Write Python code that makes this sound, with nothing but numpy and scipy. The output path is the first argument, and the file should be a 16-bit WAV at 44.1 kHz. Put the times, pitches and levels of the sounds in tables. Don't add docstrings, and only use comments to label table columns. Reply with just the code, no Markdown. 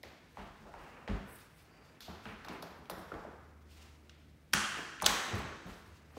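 import sys
import numpy as np
from scipy import signal
from scipy.fft import rfft, irfft
from scipy.io import wavfile
from scipy.ndimage import uniform_filter1d

SR = 44100
rng = np.random.default_rng(int(sys.argv[2]) if len(sys.argv) > 2 else 0)


def generate_wav(sig):
    pcm = np.round(np.clip(np.atleast_2d(sig).T, -1, 1) * 32767).astype(np.int16)
    wavfile.write(sys.argv[1], SR, pcm)


def to_linear_factor(level_db):
    exponent = np.asarray(level_db, float) / 20
    return 10 ** exponent


N = 272559
T = np.arange(N) / SR

# frequency in Hz, density in dB per Hz.
AIR_COLOUR = [(18, -36), (55, -5), (110, -5), (300, -10.5), (1040, -26.5), (2290, -25.5), (2900, -46),
              (16000, -45)]
AIR_DB = -63.5
# frequency in Hz, rms level in dB.
MOTOR_LINES = [(75.5, -63), (151, -70), (228, -73)]
# time in seconds, level in dB.
MOTOR_SWELL = [(0, -12), (.4, -6.5), (1, -5), (1.6, -27), (2.4, -8), (3.2, -4.5), (3.8, -1.5), (4.4, -1.5),
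               (5.2, -4), (5.8, -7.5), (6.18, 0)]

# centre in Hz, t60 in seconds, level in dB.
SHED_BANDS = [(175, 0.56, 10.5), (310, 1.14, 3.5), (795, 0.83, -0.5), (1443, 1.41, -1), (2740, 0.95, -9.5),
              (5400, 1.36, -13.5), (8000, 0.84, -9), (12940, 0.6, -6)]
# delay in seconds, level in dB.
WALL_ECHOES = [(.0042, -36), (0.0173, -32.5), (0.0211, -58)]
SHED_DB, BUILD_S = -9, .008
PATHS = 7

# start in seconds, hold in seconds, level in dB.
SOLE_STROKES = [(0.4, 0.009, -58.5), (0.81, 0.36, -58), (1.295, 0.017, -60.5), (1.59, 0.0089, -70),
                (1.703, 0.24, -64.5), (2.01, 0.21, -63.5), (2.282, 0.03, -55), (2.504, 0.0062, -49),
                (2.657, 0.11, -65.5), (2.994, 0.13, -69), (3.2, .1, -69), (3.776, .1, -66),
                (4.01, 0.22, -74), (4.776, 0.0066, -48), (5.285, 0.18, -47), (5.642, .05, -63),
                (5.87, 0.28, -73.5), (6.18, .01, -59.5)]
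# start in seconds, hold in seconds, level in dB.
SLEEVE_STROKES = [(.3, 0.94, -73.5), (.82, 0.058, -68.5), (1.05, 0.43, -79), (1.39, 0.018, -66.5),
                  (1.59, .01, -67.5), (1.85, 0.067, -74), (2.24, 0.017, -68), (2.42, .11, -73),
                  (2.66, .01, -74), (2.99, 0.22, -71), (3.3, 0.045, -77), (3.712, 0.15, -66),
                  (4.1, 0.17, -94.5), (4.7, 0.09, -61), (5.38, .01, -71.5), (5.7, .01, -62),
                  (5.87, .1, -71), (6.18, .01, -62)]
# start in seconds, hold in seconds, level in dB.
PALM_STROKES = [(.3, .13, -80), (.82, .01, -76), (1.15, 0.09, -86), (1.291, 0.11, -62.5),
                (1.42, 0.017, -75), (1.54, 0.083, -73), (2.26, 0.058, -75), (2.53, 0.0085, -67),
                (2.66, 0.28, -85), (2.99, 0.0075, -65), (3.71, 0.06, -78), (4.782, 0.012, -74),
                (5.38, .01, -63), (5.7, 0.21, -78), (6.12, .01, -78)]
# rise in dB per second, fall in dB per second, rest level in dB.
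STROKE_SHAPES = [
    (200, 120, -100.5),
    (350, 89, -77.5),
    (500, 300, -87),
]

# time in seconds, level in dB.
HINGE_LEVEL = [(1.66, -100), (1.72, -77), (1.8, -76), (1.9, -75), (1.97, -100)]
HINGE_HZ, HINGE_WIDTH_HZ = 4730, 200

# start in seconds, peak in dB, leaf in dB, floor heave in dB.
WEIGHT_THUDS = [(0.037, -57, 4.5, -40), (0.383, -42.5, -8, -5.5), (0.602, -48, -20, -7), (0.751, -61, 8, 9),
                (1.092, -28.5, -5, -9), (2.082, -41.5, -2, -28), (2.258, -40, -8, -12),
                (2.475, -55, -6, -13), (2.633, -45.5, -17, -22), (2.778, -49, -3.5, -23),
                (2.904, -48, -7, -13), (2.969, -43.5, -4.5, -20), (3.121, -41.5, -3.5, -12),
                (3.261, -51, -11, -27), (4.533, -31, -8.5, -21.5), (5.027, -38, -2, -26),
                (5.06, -38.5, -22, -11.5), (5.359, -36, -13, -32), (5.378, -46, 11.5, -14),
                (5.653, -40.5, -7, -10.5), (5.873, -58.5, 12, -26)]
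# frequency in Hz, width in Hz, level in dB.
BOARD_MODES = [(154.4, 26.7, -2), (195.1, 27.2, 1.5), (284.1, 85, -3.5), (394.5, 73, -4.5)]
# frequency in Hz, width in Hz, level in dB.
LEAF_MODES = [(72.7, 6.8, 0), (97.8, 14, -2)]
# frequency in Hz, width in Hz, level in dB.
JOIST_MODES = [(46.8, 17, 0)]
SWELL_S, THUD_T60_S = 0.0063, 0.47
SWELL_FASTER = 0.2

# start in seconds, peak in dB, body in Hz, room share in dB.
HOLLOW_KNOCKS = [(0.035, -43.5, 575, 4), (0.372, -40.5, 760, 6.5), (0.654, -49, 650, 12),
                 (0.742, -41, 785, 2), (1.077, -36.5, 623, 6), (2.08, -40.5, 721, 3.5),
                 (2.258, -39.5, 875, -6), (2.451, -44, 800, 6.5), (2.493, -38.5, 353, 3.5),
                 (2.627, -41.5, 680, 7.5), (2.899, -35.5, 600, 5), (3.118, -36.5, 580, 5.5),
                 (3.118, -33.5, 1360, -4), (3.149, -40, 790, 4), (3.25, -36, 530, -1), (4.531, -41, 770, 9),
                 (5.022, -24.5, 793, 6), (5.064, -25, 480, -2), (5.324, -35.5, 427, 6.5),
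                 (5.405, -35.5, 630, -17.5), (5.667, -45, 600, 6.5), (6.1694, -36, 417, -14)]
# start in seconds, peak in dB, body in Hz, room share in dB.
HARD_RAPS = [(0.0352, -39, 2180, 6.5), (0.371, -38.5, 1120, 7.5), (0.7392, -42, 1010, 8),
             (1.077, -33.5, 1540, 7), (2.006, -46, 1810, 4), (2.0802, -51.5, 1060, 18),
             (2.2549, -37, 1580, 6.5), (2.4464, -42, 1530, 5), (2.483, -37.5, 1050, 6.5),
             (2.6275, -38.5, 1040, 3), (2.8978, -30, 1130, 3), (3.1416, -43.5, 1300, 6),
             (4.0953, -49, 1690, -1.5), (4.535, -34, 1620, 14), (4.5376, -14, 1400, -2),
             (5.0154, -34.5, 1020, -10), (5.0636, -19, 1755, 7.5), (5.341, -33.5, 1300, 6.5),
             (5.671, -46.5, 1500, 9)]
HOLLOW_T60_S, HOLLOW_SCATTER_S = .01, .0045
HARD_T60_S, HARD_SCATTER_S = .0035, .0013

# start in seconds, peak in dB, fine edge in dB, room share in dB.
GRIT_TICKS = [(0.031, -44.5, -7.5, 13.5), (0.372, -64, -13, 31), (4.757, -45.5, -25, -18),
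              (1.0822, -43.5, -28, 10), (1.099, -48.5, -24, 15), (1.3856, -61, 10, 4),
              (1.3897, -52.5, -9, -13), (2.006, -41, -6.5, 18), (2.0306, -50, -11, 10),
              (2.2545, -47, -27, 16.5), (2.448, -45.5, -5, 8), (2.4627, -51, -4, -12),
              (2.4847, -41, -9.5, 11.5), (2.518, -50, -17, -4), (2.624, -41, -4, 10.5), (2.64, -51, -13, 9),
              (2.856, -51.5, -24, -5), (2.8982, -37.5, 1.5, 8), (2.912, -44, -11, 9),
              (4.777, -42, -26, -15), (4.5263, -48, -5, -13.5), (4.095, -44, -28, 5.5),
              (4.5115, -60, -12, -18), (5.353, -43, -3, -6), (5.387, -51, 1, 9), (5.666, -60, 1, 21)]
GRIT_HZ, GRIT_CONTACT_S, GRIT_SPREAD = 3600, 0.0017, .07
GRIT_LONGER = 0.61
GRIT_HIGHER = 0.1
# start in seconds, peak in dB, ring in Hz, room share in dB.
LATCH_TICKS = [(4.5328, -29, 4680, -6), (4.5334, -37, 2560, -10), (4.5345, -15.5, 3150, 5.5),
               (4.5362, -16.5, 6300, 9.5), (4.534, -25.5, 9400, -12), (4.5403, -28, 13500, -10),
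               (4.5498, -29, 6300, -15.5), (5.0018, -32, 2400, 8), (5.0142, -37, 4000, 3),
               (5.021, -35.5, 6200, -1), (5.0212, -33, 13500, 1.5), (5.027, -27, 6500, -5),
               (5.044, -23, 3480, 16), (5.052, -49, 7460, 2.5), (5.059, -25.5, 6990, 0.5),
               (5.0625, -18.5, 7130, 6.5), (5.0620, -16.5, 14600, 2.5), (5.064, -6.5, 4080, -5.5),
               (5.0681, -18, 5630, 8)]
LATCH_EDGE_DB, EDGE_DB_PER_OCTAVE = -26.5, 5
LATCH_CONTACT_S, CHATTER_MAX_S = 0.0005, .002
CHATTER = 2.1

# start in seconds, peak in dB, room share in dB.
LOCK_BLOWS = [
    (4.5351, -21, 2),
    (5.0215, -28, 2.5),
    (5.0618, -27.5, -1),
]
# frequency in Hz, width in Hz, level in dB.
DRAWN_MODES = [(1465, 540, 3), (2840, 270, -2), (3235, 39, -9), (4540, 360, -4), (5260, 72, -13.5),
               (5850, 78, -10), (8180, 44, -21.5), (10140, 810, -6)]
# frequency in Hz, width in Hz, level in dB.
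CATCH_MODES = [(832, 78, -9), (6200, 250, -11), (9700, 300, -8), (13500, 500, -21.5)]
# frequency in Hz, width in Hz, level in dB.
DROPPED_MODES = [(1120, 92, -0.5), (2030, 270, -11), (3450, 460, 10.5), (3980, 110, -3), (6200, 600, 10.5),
                 (7900, 51, -3), (11500, 900, -12), (14800, 44, -15.5)]

SLAM_S, SLAM_LENGTH_S, SLAM_FROM_HZ, SLAM_TO_HZ = 5.3255, .042, 112, 88
SLAM_DB, SLAM_SECOND_DB = -31, -8


def unit(x):
    return x / np.sqrt(np.mean(x ** 2))


def band(x, hz, width_hz):
    return signal.lfilter(*signal.iirpeak(min(hz, .44 * SR), max(hz / width_hz, .3), SR), x)


def shaped(hz, db, size):
    f = np.log(np.arange(size // 2 + 1) * SR / size + 1)
    gain = to_linear_factor(np.interp(f, np.log(hz), db))
    return unit(irfft(rfft(rng.standard_normal(size)) * gain, size))


def walk(rate):
    hold = int(SR / rate)
    levels = rng.standard_normal(N // hold + 1)
    return 0.79 * uniform_filter1d(np.repeat(levels, hold), hold)[:N]


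def add(bus, s, sound):
    i = int(s * SR)
    bus[i:i + len(sound)] += sound[:len(bus) - i]


def ring(push, hz, t60):
    width_hz = 1.66 * np.log(1000) / np.pi / max(t60, .0002)
    y = band(band(push, hz, width_hz), hz, width_hz)
    return y / np.abs(y).max()


def background():
    hum = 0
    for hz, db in MOTOR_LINES:
        level = to_linear_factor(db + 3.6 * walk(1.8)) * np.sqrt(2)
        turn = 2 * np.pi * np.cumsum(hz * (1 + 0.0057 * walk(2.0))) / SR
        hum = hum + level * np.sin(turn)
    air = shaped(*np.transpose(AIR_COLOUR), N) * to_linear_factor(AIR_DB + 0.27 * walk(16.0))
    return air + hum * to_linear_factor(np.interp(T, *np.transpose(MOTOR_SWELL)))


def shed(paths, size=65536):
    out, t = 0, T[:size]
    for x in paths:
        tail = 0
        for hz, t60, db in SHED_BANDS:
            noise = band(band(rng.standard_normal(size), hz, 1.12 * hz), hz, 1.12 * hz)
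            tail = tail + unit(noise) * np.sqrt(hz / 1400) * to_linear_factor(db - 60 * t / t60)
        response = to_linear_factor(SHED_DB - 34.5) * tail * (1 - np.exp(-(t / BUILD_S) ** 2))
        for s, db in WALL_ECHOES:
            add(response, s, to_linear_factor(db) * np.array([.5, .5]))
        out = out + signal.fftconvolve(x, response)[:N]
    return out


def strokes(rows, rise, fall, rest_db):
    power = to_linear_factor(rest_db) ** 2
    for s, hold, db in rows:
        before, after = np.maximum(s - T, 0), np.maximum(T - s - hold, 0)
        power = power + to_linear_factor(db - rise * before - fall * after) ** 2
    return np.sqrt(power)


def rub():
    # Hz, dB
    colours = [([135, 504.5, 1407, 2798.5, 5004], [-7.0, -5.5, -7.5, -12.0, -55.5]),
               ([1201.5, 2570, 5100, 7495, 11006], [-10, 10.8, 7.0, 1.5, -6]),
               ([7000, 7800, 8900, 15500, 17003], [-35, 5.8, 6.7, 3.0, 5])]
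    out = np.zeros(N)
    tables = (SOLE_STROKES, SLEEVE_STROKES, PALM_STROKES)
    for (hz, db), rows, shape in zip(colours, tables, STROKE_SHAPES):
        grain = to_linear_factor(2.85 * walk(60))
        out += shaped(hz, db, N) * strokes(rows, *shape) * grain
    return out


def hinge():
    drag = band(rng.standard_normal(N), HINGE_HZ, HINGE_WIDTH_HZ)
    return unit(drag) * to_linear_factor(np.interp(T, *np.transpose(HINGE_LEVEL)))


def beat(modes, t, chance):
    y = 0
    for (hz, width_hz, db), off in zip(3 * modes, chance):
        y = y + to_linear_factor(db) * np.sin(2 * np.pi * (hz + 2 * width_hz * (off - .5)) * t)
    return unit(y)


def thuds(size=32768):
    out, t = np.zeros(N), T[:size]
    for s, db, leaf_db, heave_db in WEIGHT_THUDS:
        chance = rng.random(3 * len(BOARD_MODES))
        y = beat(BOARD_MODES, t, chance)
        y = y + to_linear_factor(leaf_db) * beat(LEAF_MODES, t, chance)
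        y = y + to_linear_factor(heave_db + 7.0) * beat(JOIST_MODES, t, chance)
        swell = 1 - np.exp(-t / SWELL_S * to_linear_factor(SWELL_FASTER * (db + 38.5)))
        add(out, s, to_linear_factor(db - 60 * t / THUD_T60_S) * swell * y / 2)
    return out


def slam():
    out, part = np.zeros(N), T[:int(SLAM_LENGTH_S * SR)] / SLAM_LENGTH_S
    turn = 2 * np.pi * np.cumsum(SLAM_FROM_HZ + (SLAM_TO_HZ - SLAM_FROM_HZ) * part) / SR
    swings = np.sin(turn) + to_linear_factor(SLAM_SECOND_DB) * np.sin(2 * turn)
    add(out, SLAM_S, to_linear_factor(SLAM_DB) * np.sin(np.pi * part) * swings)
    return out


def knocks(size=8192):
    near, far, t = np.zeros(N), np.zeros((PATHS, N)), T[:size]
    rows = [(*row, HOLLOW_T60_S, HOLLOW_SCATTER_S) for row in HOLLOW_KNOCKS]
    rows += [(*row, HARD_T60_S, HARD_SCATTER_S) for row in HARD_RAPS]
    for k, (s, db, hz, room_db, t60, scatter) in enumerate(sorted(rows)):
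        contacts = rng.standard_normal(size) * np.exp(-t / scatter)
        add(near, s, to_linear_factor(db) * ring(contacts, hz, t60))
        add(far[-k % PATHS], s, to_linear_factor(db + room_db) * ring(signal.unit_impulse(size), hz, 0.5 * t60))
    return near, far


def grit_blows():
    rows = []
    for s, db, edge_db, room_db in GRIT_TICKS:
        hz = GRIT_HZ * (1 + GRIT_SPREAD * rng.standard_normal()) * to_linear_factor(GRIT_HIGHER * (db + edge_db + 55.5))
        contact = GRIT_CONTACT_S * to_linear_factor(GRIT_LONGER * (db + 56.5))
        rows.append((s, db, hz, edge_db, contact, room_db))
    return rows


def latch_blows():
    rows = []
    for s, db, hz, room_db in LATCH_TICKS:
        edge_db = LATCH_EDGE_DB + EDGE_DB_PER_OCTAVE * np.log2(hz / GRIT_HZ)
        contact = min(LATCH_CONTACT_S * (hz / 3500) ** CHATTER, CHATTER_MAX_S)
        rows.append((s, db, hz, edge_db, contact, room_db))
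    return rows


def strike(push, hz, edge_db):
    return ring(push, hz, 5 / hz) + to_linear_factor(edge_db) * ring(push, 11740, 0.00061)


def ticks(size=2048):
    near, far, t = np.zeros(N), np.zeros((PATHS, N)), T[:size]
    for k, (s, db, hz, edge_db, contact, room_db) in enumerate(latch_blows() + grit_blows()):
        push = rng.standard_normal(size) * np.exp(-t / max(contact, .0001))
        add(near, s, to_linear_factor(db) * strike(push, hz, edge_db))
        add(far[k % PATHS], s, to_linear_factor(db + room_db) * strike(signal.unit_impulse(size), hz, edge_db - 1.0))
    return near, far


def lock(size=4096):
    near, far = np.zeros(N), np.zeros((PATHS, N))
    push = signal.unit_impulse(size)
    states = (DRAWN_MODES, CATCH_MODES, DROPPED_MODES)
    for k, ((s, db, room_db), modes) in enumerate(zip(LOCK_BLOWS, states)):
        y = np.zeros(size)
        for m, (hz, width_hz, mode_db) in enumerate(modes):
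            t60 = 2.32 / np.clip(width_hz, 0.023 * hz, 900)
            y += (-1) ** m * to_linear_factor(mode_db) * ring(push, hz, t60)
        add(near, s, to_linear_factor(db) * y)
        add(far[k], s, to_linear_factor(db + room_db) * y)
    return near, far


def scene():
    near, far = zip(knocks(), ticks(), lock())
    cloth = rub()
    room = shed(sum(far) + 0.14 * cloth)
    direct = sum(near) + thuds() + slam() + cloth + hinge()
    return (background() + room + direct)[None]


def low_pass(x):
    return signal.sosfilt(signal.butter(12, 16810, fs=SR, output="sos"), x)


def record(dry):
    low = signal.butter(6, 39, "high", fs=SR, output="sos")
    top = signal.ellip(8, .2, 32, 15750, fs=SR, output="sos")
    mix = signal.sosfilt(np.vstack([low, top]), dry)
    return low_pass(mix)


dry = scene()
out = record(dry)
generate_wav(out)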